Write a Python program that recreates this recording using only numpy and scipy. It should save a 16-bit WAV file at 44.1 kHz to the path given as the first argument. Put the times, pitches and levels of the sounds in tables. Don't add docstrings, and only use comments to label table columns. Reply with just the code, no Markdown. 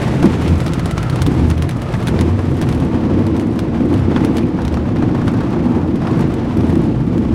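import sys
import numpy as np
from scipy import signal
from scipy.fft import rfft, irfft, next_fast_len
from scipy.io import wavfile
from scipy.ndimage import uniform_filter1d

SR = 44100
rng = np.random.default_rng(int(sys.argv[2]) if len(sys.argv) > 2 else 0)


def wav_record(signal):
    frames = np.transpose(np.atleast_2d(signal))
    bounded = np.clip(frames, -1, 1)
    quanta = np.round(bounded * 32767).astype(np.int16)
    wavfile.write(sys.argv[1], SR, quanta)


N = 323694
TIME = np.arange(N) / SR
LEAD = SR // 100

# t/s, level/dB
RUSH_LEVEL = [(0, -25), (.24, -26.5), (.35, -28), (.7, -32), (1.35, -28), (1.7, -33.5), (1.98, -29),
              (2.09, -27), (2.35, -31), (3.05, -29), (3.68, -31.5), (4.22, -27), (4.55, -31.5),
              (5.3, -28.5), (5.93, -32.5), (6.08, -29), (6.22, -27.5), (6.45, -30), (6.75, -28.5),
              (7, -33.5), (7.3, -31)]
# t/s, level/dB
RUSH_TREBLE = [(0, 0.5), (.22, 0.5), (.34, 1), (1.1, 0), (2.1, -1.5), (2.6, -2.5), (3.1, -5), (3.9, -4.5),
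               (5.2, -6.5), (5.7, -4), (6.2, -6), (7.3, -3)]
# f/Hz, level/dB
AIR_EQ = [(200, -49), (380, 2.5), (520, 1.5), (600, -2), (730, -0.5), (800, -5.5), (865, -1.5), (930, -4.5),
          (1100, -6), (1500, -12.5), (2200, -17), (3400, -23.5), (6000, -33), (12000, -71)]
HISS_EQ = [(700, -14), (1800, 11), (3300, 4), (4500, -1), (5700, -4.5), (7000, -8), (10500, -17.5),
           (12200, -29), (16500, -44)]
FIZZ_EQ = [(2500, -23), (5500, -2), (8000, 0.5), (10600, -2.5), (12200, -9), (14500, -13), (16500, -23)]
# t/s, f/Hz, level/dB
GAP_WHISTLE = [(0, 1450, -54), (.62, 1340, -36), (.78, 1310, -37), (1.15, 1320, -33.5), (1.3, 1290, -53),
               (1.7, 1250, -42), (1.9, 1250, -41), (2.05, 1170, -39), (2.3, 1230, -63)]
# t/s, length/s
GRIT_PATCHES = [(.4, .3), (1.3, .2), (1.9, .2), (2.4, .5), (3.32, .26), (3.84, .17), (4.28, .2), (4.7, .15),
                (5.2, .35), (6.08, .3), (6.5, .35)]
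# t/s, level/dB, f/Hz, width/Hz, length/s
PANEL_BUZZES = [(0, -43.5, 1980, 200, 0.31), (0.216, -28.5, 900, 1000, .065),
                (0.418, -35.5, 2360, 2200, 0.09), (1.936, -32, 1880, 450, 0.026),
                (2.07, -27.5, 3550, 600, 0.01), (4.157, -26, 900, 900, 0.033),
                (4.422, -39, 2310, 450, 0.022), (5.579, -32, 830, 450, 0.34), (6.046, -31, 790, 700, 0.086)]
# t/s, level/dB, treble lift/dB
PANEL_KNOCKS = [(0.2274, -15, 2), (.239, -14, 5), (.253, -21, 0), (0.8584, -17, -2), (.979, -23, 1),
                (1.2631, -17, 2), (1.941, -19, 2), (2.082, -18, 0), (2.21, -16.5, -4), (2.3902, -16.5, 5),
                (2.613, -21, 3), (2.626, -19, -4), (4.0436, -26, -1), (4.1638, -19, 3), (4.1725, -18, -4),
                (4.587, -13, -5), (4.713, -20, -2), (4.7696, -15.5, 3), (4.96, -18, 4), (5.0232, -11.5, -2),
                (5.091, -18.5, 2), (5.148, -14, 2), (5.2151, -16, 1), (5.2768, -16, 3), (5.3391, -16.5, 0),
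                (5.409, -16, -2.5), (5.4679, -22, -1), (5.5354, -17, -8), (5.5653, -18, -4),
                (6.0178, -18, 0), (6.0511, -21, -5), (6.0747, -18, 4), (6.11, -23, 10)]
# t/s, level/dB, top end/dB
FITTING_CLACKS = [(.2265, -20.5, -18), (0.256, -20.5, -15), (0.4786, -22.5, -18), (.5557, -30, -10),
                  (0.6025, -25.5, -10), (.61, -33, -10), (0.663, -23, -14), (.679, -23.5, -19),
                  (.734, -21, -10.5), (0.794, -23, -18), (0.857, -22.5, -8), (.9098, -23, -14),
                  (0.9783, -17.5, -16), (1.0284, -24, -15), (1.0975, -23, -15), (1.158, -25.5, -15),
                  (1.2181, -18, -8), (1.2632, -20.5, -11), (1.5002, -22, -10), (1.5117, -25, -29),
                  (1.578, -26.5, -13), (1.6218, -21.5, -14), (1.6911, -21, -14), (1.709, -27.5, -15),
                  (1.768, -31, -13), (1.8176, -27, -7), (1.9382, -22.5, -29), (2.0263, -28, -15),
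                  (2.0702, -21, -10), (2.0822, -21, -12), (2.1897, -22.5, -25), (2.2092, -20.5, -14),
                  (2.568, -35, -10), (2.6136, -22.5, -10), (2.6242, -26.5, -17), (2.688, -24, -12),
                  (2.725, -27, -15), (2.7466, -33, -7), (2.8, -29.5, -13), (3.2659, -30, -15),
                  (3.365, -33, -10), (3.3962, -28, -16), (3.409, -33, -17), (3.5906, -22.5, -14),
                  (3.939, -28, -13), (4.1616, -22, -37), (4.247, -22, -10), (4.3681, -22, -10),
                  (4.3816, -23.5, -20), (4.6177, -31.5, -19), (4.65, -24.5, -20), (4.679, -27, -19),
                  (4.723, -31.5, -11), (4.741, -26.5, -20), (4.967, -30, -21), (5.279, -23, -16),
                  (5.4056, -30, -16), (5.9567, -33.5, -11), (6.0697, -29, -30), (6.192, -31, -13),
                  (6.2074, -31, -7), (6.3389, -34, -11), (6.5695, -31, -10), (6.607, -33, -18),
                  (6.701, -32, -13), (6.7542, -30, -14), (7.179, -31.5, -16)]
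NEUTRAL_TOP_DB = -18
# f/Hz, level/dB
KNOCK_EQ = [(150, 7), (500, 2), (950, 1.5), (1600, -4.5), (2200, -17), (4000, -24.5), (9000, -37),
            (16000, -51)]
CLACK_EQ = [(200, 6), (600, 13), (1400, 10), (2300, 3.5), (3600, 4), (4700, -0.5), (5700, -2.5), (7000, -8),
            (10800, -9.5), (12500, -18.5), (15500, -20)]
# t/s, level/dB, f/Hz, decay/s
GEAR_BUMPS = [(.242, -1, 348, 0.011), (0.25, -2, 191, 0.014), (1.274, -2.5, 287, 0.017),
              (2.073, -6, 167, 0.029), (5.636, -9, 244, 0.067), (7.189, -6.5, 225, 0.016)]
# f/Hz, level/dB
BUFFET_EQ = [(8, -30), (18, -19), (26, -2), (33, -10), (40, -28), (50, 2), (58, 7.5), (68, -4.5),
             (100, 6.5), (130, -9), (180, -1.5), (400, -29), (2000, -100)]
# t/s, deepest level/dB, upper level/dB
BOOM_LEVELS = [(0, -24, -16.5), (.28, -19.5, -21), (.75, -25.5, -18), (1.05, -20.5, -16.5),
               (1.25, -18, -19.5), (1.5, -22, -18), (1.83, -27.5, -24), (2.1, -20.5, -17),
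               (2.45, -19.5, -21), (2.7, -18.5, -19.5), (3.1, -16.5, -25), (3.48, -26, -22),
               (3.69, -27, -31), (3.87, -19.5, -20.5), (4.27, -22, -22.5), (4.55, -25, -23),
               (4.75, -16, -23.5), (5.25, -26, -17.5), (5.52, -22, -20), (5.75, -19, -26),
               (6.05, -31, -19.5), (6.42, -26.5, -20.5), (6.75, -22, -23.5), (7, -31, -17), (7.2, -19, -18)]
# t/s, length/s, boost/dB
AIRFRAME_HEAVES = [(.45, 0.087, 14.5), (1.37, 0.24, 11), (2.14, 0.16, 6), (2.38, 0.22, 1),
                   (6.53, 0.16, 6.5)]
# t/s, f/Hz
ENGINE_RATE = [(0, 16.3), (.6, 16.28), (1.6, 15.6), (2.7, 16.3), (4.6, 16.2), (5, 15.6), (6.5, 15.9),
               (7.34, 16.5)]
CYLINDER_LEVELS = [1, -6.5, -1, -7.5]
# f/Hz, base width/Hz, level/dB
CABIN_MODES = [(160, 40, -3), (226.3, 25.4, 1.5), (246, 31.6, -1), (292, 32.5, -2.5), (324, 21.5, -2.5),
               (345.7, 26.4, -3.5), (453, 106, -16)]
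# t/s, level/dB
GROUND_SHAKE = [(0, -22), (.22, -20), (.45, -18), (.95, -27), (1.5, -22), (1.97, -27), (2.16, -17),
                (2.58, -21), (2.95, -17.5), (3.7, -19), (4.45, -20), (4.68, -20.5), (4.9, -18.5),
                (6.2, -18), (6.48, -19), (7.02, -19.5), (7.3, -16.5)]
# t/s, length/s, boost/dB
ROUGH_STRETCHES = [(.215, 0.057, 8.5), (1.25, 0.23, 6), (2.98, 0.43, 2), (3.79, 0.16, 4), (4.07, 0.39, 5.5),
                   (4.97, 0.41, 1.5), (5.63, 0.17, 2), (6.56, 0.37, 4)]


def gain_of(db):
    return 10 ** (np.asarray(db) / 20)


def unit_rms(x):
    return x / np.sqrt(np.mean(x ** 2) + 1e-20)


def automation(rows):
    s, *columns = np.transpose(rows)
    return [np.interp(TIME, s, c) for c in columns]


def swells(rows, rise_s, fall_s):
    boost = np.zeros(N)
    for s, length, db in rows:
        release = s + max(length, rise_s)
        boost += db * np.interp(TIME, [s, s + rise_s, release, release + fall_s], [0, 1, 1, 0])
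    return boost


def eq(x, points):
    f, db = np.transpose(points)
    size = next_fast_len(len(x))
    hz = np.fft.rfftfreq(size, 1 / SR)
    response = gain_of(np.interp(np.log(hz + 1), np.log(f + 1), db))
    return irfft(rfft(x, size) * response, size)[:len(x)]


def drift(rate_hz):
    size = next_fast_len(N)
    hz = np.fft.rfftfreq(size, 1 / SR)
    spectrum = rfft(rng.standard_normal(size)) / (1 + (hz / rate_hz) ** 2) ** 2
    return unit_rms(irfft(spectrum, size)[:N])


def resonate(x, hz, width_hz):
    carrier = np.exp(2j * np.pi * np.cumsum(hz * np.ones(len(x))) / SR)
    pole = np.exp(-np.pi * width_hz / SR)
    for _ in range(2):
        x = 2 * (carrier * signal.lfilter([1 - pole], [1, -pole], x / carrier + 1e-18)).real
    return x


def add(mix, s, sound):
    part = mix[max(round(s * SR), 0):][:len(sound)]
    part += sound[:len(part)]


def strike(colour, rise_s, crack_s, tail_s, tail_db):
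    t = np.arange(-LEAD, SR // 10) / SR
    age = np.maximum(t, 0)
    attack = np.exp(np.minimum(t, 0) / rise_s)
    envelope = attack * (np.exp(-age / crack_s) + gain_of(tail_db) * np.exp(-age / tail_s))
    burst = eq(envelope * rng.standard_normal(len(t)), colour)
    fade = signal.windows.tukey(len(t), .1)
    return unit_rms(burst * fade) * np.sqrt(np.mean(envelope ** 2))


def stalk_level():
    return automation(RUSH_LEVEL)[0] + 1.08 * automation(RUSH_TREBLE)[0] - 23


def grit_ticks(per_s=34, trim_db=1):
    out, fizz_db = np.zeros(N), stalk_level()
    for place, chance in rng.random((round(per_s * N / SR), 2)):
        s = place * N / SR
        tick = strike(FIZZ_EQ, rise_s=0.00062, crack_s=0.0013, tail_s=.006, tail_db=1.0)
        if any(start < s < start + length for start, length in GRIT_PATCHES):
            accent_db = 3 * min(-np.log(chance), 2)
            add(out, s, gain_of(fizz_db[int(place * N)] + trim_db + accent_db) * tick)
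    return out


def whistle(trim_db=-1):
    hz, db = automation(GAP_WHISTLE)
    band = resonate(rng.standard_normal(N), hz, width_hz=200)
    return unit_rms(band * gain_of(2.2 * drift(25))) * gain_of(db + trim_db)


def rush(pulses, air_db=1, hiss_db=-10, fizz_db=-1, throb=0.11, throb_s=0.0081):
    level, treble = automation(RUSH_LEVEL)[0], automation(RUSH_TREBLE)[0]
    beat = signal.lfilter([1], [1, -np.exp(-1 / (throb_s * SR))], pulses)
    sway = (1 + throb * unit_rms(beat - beat.mean())) * gain_of(1.35 * drift(30))
    air = unit_rms(eq(rng.standard_normal(N) * gain_of(0.55 * drift(180)), AIR_EQ) * sway)
    hiss = unit_rms(eq(rng.standard_normal(N), HISS_EQ) * sway)
    fizz = unit_rms(eq(rng.standard_normal(N), FIZZ_EQ) * sway * gain_of(1.3 * drift(120)))
    return (air * gain_of(level + air_db)
            + hiss * gain_of(level + 1.53 * treble + hiss_db)
            + fizz * gain_of(stalk_level() + fizz_db))


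def panel_buzzes():
    out = np.zeros(N)
    for s, db, hz, width_hz, length in PANEL_BUZZES:
        chafe = rng.standard_normal(SR)[:round(length * SR)]
        ring = unit_rms(resonate(chafe, hz, width_hz))
        add(out, s, gain_of(db) * ring * signal.windows.tukey(len(ring), .5))
    return out


def panel_knocks(trim_db=-6, lag_s=0.00149, shelf_hz=1500):
    out = np.zeros(N)
    hz, level = np.transpose(KNOCK_EQ)
    shelf = np.clip(np.log2(hz / shelf_hz), 0, 1)
    for s, db, lift_db in PANEL_KNOCKS:
        colour = np.transpose([hz, level + lift_db * shelf])
        knock = strike(colour, rise_s=0.0023, crack_s=0.0057, tail_s=0.05, tail_db=-10.5)
        add(out, s + lag_s - LEAD / SR, gain_of(db + trim_db) * knock)
    return out


def fitting_clacks(trim_db=4, lag_s=.0015, shelf_hz=4000, halo_db=-18,
                   thud_db=2, thud_hz=135, thud_s=0.0079):
    out, t = np.zeros(N), np.arange(SR // 10) / SR
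    hz, level = np.transpose(CLACK_EQ)
    shelf = np.clip(np.log2(hz / shelf_hz), 0, 1)
    for s, db, top_db in FITTING_CLACKS:
        hardness = top_db - NEUTRAL_TOP_DB
        ripple_db = rng.standard_normal(len(hz))
        colour = np.transpose([hz, level + 0.86 * hardness * shelf + ripple_db])
        stretch = np.exp(-0.044 * hardness)
        clack = strike(colour, rise_s=0.00034 * stretch, crack_s=0.0004 * stretch,
                       tail_s=0.0078, tail_db=-8.5)
        halo = strike(HISS_EQ, rise_s=0.0056, crack_s=0.013, tail_s=.015, tail_db=-15.5)
        thud = np.exp(-t / thud_s) * np.sin(2 * np.pi * thud_hz * rng.uniform(1.0, 1.11) * t)
        add(out, s + lag_s - LEAD / SR, gain_of(db + trim_db) * (clack + gain_of(halo_db) * halo))
        add(out, s, gain_of(db + trim_db + thud_db) * thud)
    return out


def gear_thumps(rise_s=0.0028):
    out, t = np.zeros(N), np.arange(SR // 4) / SR
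    for s, db, hz, decay_s in GEAR_BUMPS:
        envelope = (1 - np.exp(-t / rise_s)) * np.exp(-t / decay_s)
        add(out, s, gain_of(db) * envelope * np.sin(2 * np.pi * hz * t))
    return out


def buffet(level_db=-26.5):
    return unit_rms(eq(rng.standard_normal(N), BUFFET_EQ)) * gain_of(level_db)


def boom(level_db, hz, wander_hz, flutter_db):
    cycles = np.cumsum(hz + wander_hz * drift(23.3)) / SR
    flutter = gain_of(flutter_db * drift(45))
    return unit_rms(np.sin(2 * np.pi * cycles) * flutter) * gain_of(level_db)


def cabin_booms():
    deep_db, upper_db = automation(BOOM_LEVELS)
    heave_db = swells(AIRFRAME_HEAVES, rise_s=0.063, fall_s=0.083)
    unrest = np.clip(gain_of(-1.6 * heave_db), .12, 1)
    deep = boom(deep_db + heave_db + 2.4 * unrest * drift(5.7) - 3,
                hz=81 + 5 * unrest, wander_hz=2 + 9 * unrest, flutter_db=2.5)
    high = boom(upper_db - 6, hz=166.2, wander_hz=12, flutter_db=2.5)
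    middle = boom(upper_db + 2 * drift(33) - 2.5, hz=125.4, wander_hz=9.43, flutter_db=4)
    return deep + middle + high


def engine_firings(uneven_db=3):
    cycles = np.cumsum(automation(ENGINE_RATE)[0]) / SR
    stroke = np.floor(cycles * len(CYLINDER_LEVELS)).astype(int)
    onsets = np.flatnonzero(np.diff(stroke))
    cylinder_db = np.take(CYLINDER_LEVELS, stroke[onsets], mode="wrap")
    pulses = np.zeros(N)
    pulses[onsets] = gain_of(cylinder_db + uneven_db * rng.standard_normal(len(onsets)))
    return pulses


def cabin_rumble(pulses, engine_db=-4, trim_db=0.61, widen=1.53, lumpy_db=1.5):
    drive = rng.standard_normal(N) + gain_of(engine_db) * unit_rms(pulses)
    body = sum((-1) ** k * gain_of(db) * resonate(drive, hz, widen * width)
               for k, (hz, width, db) in enumerate(CABIN_MODES))
    body /= np.sqrt(uniform_filter1d(body ** 2, size=2600) + 1e-12)
    rough_db = swells(ROUGH_STRETCHES, rise_s=0.014, fall_s=0.044)
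    ground_db = automation(GROUND_SHAKE)[0] + rough_db + lumpy_db * drift(24)
    return body * gain_of(ground_db + trim_db)


def scene():
    pulses = engine_firings()
    roll = cabin_rumble(pulses) + buffet() + cabin_booms() + rush(pulses) + whistle()
    rattles = fitting_clacks() + panel_knocks() + panel_buzzes() + gear_thumps() + grit_ticks()
    return (roll + rattles)[None]


def record(dry):
    lowpass = signal.firwin(511, 16000, window=("kaiser", 9), fs=SR)
    return signal.oaconvolve(np.clip(dry, -1, 1), lowpass[None], "same")


dry = scene()
out = record(dry)
wav_record(out)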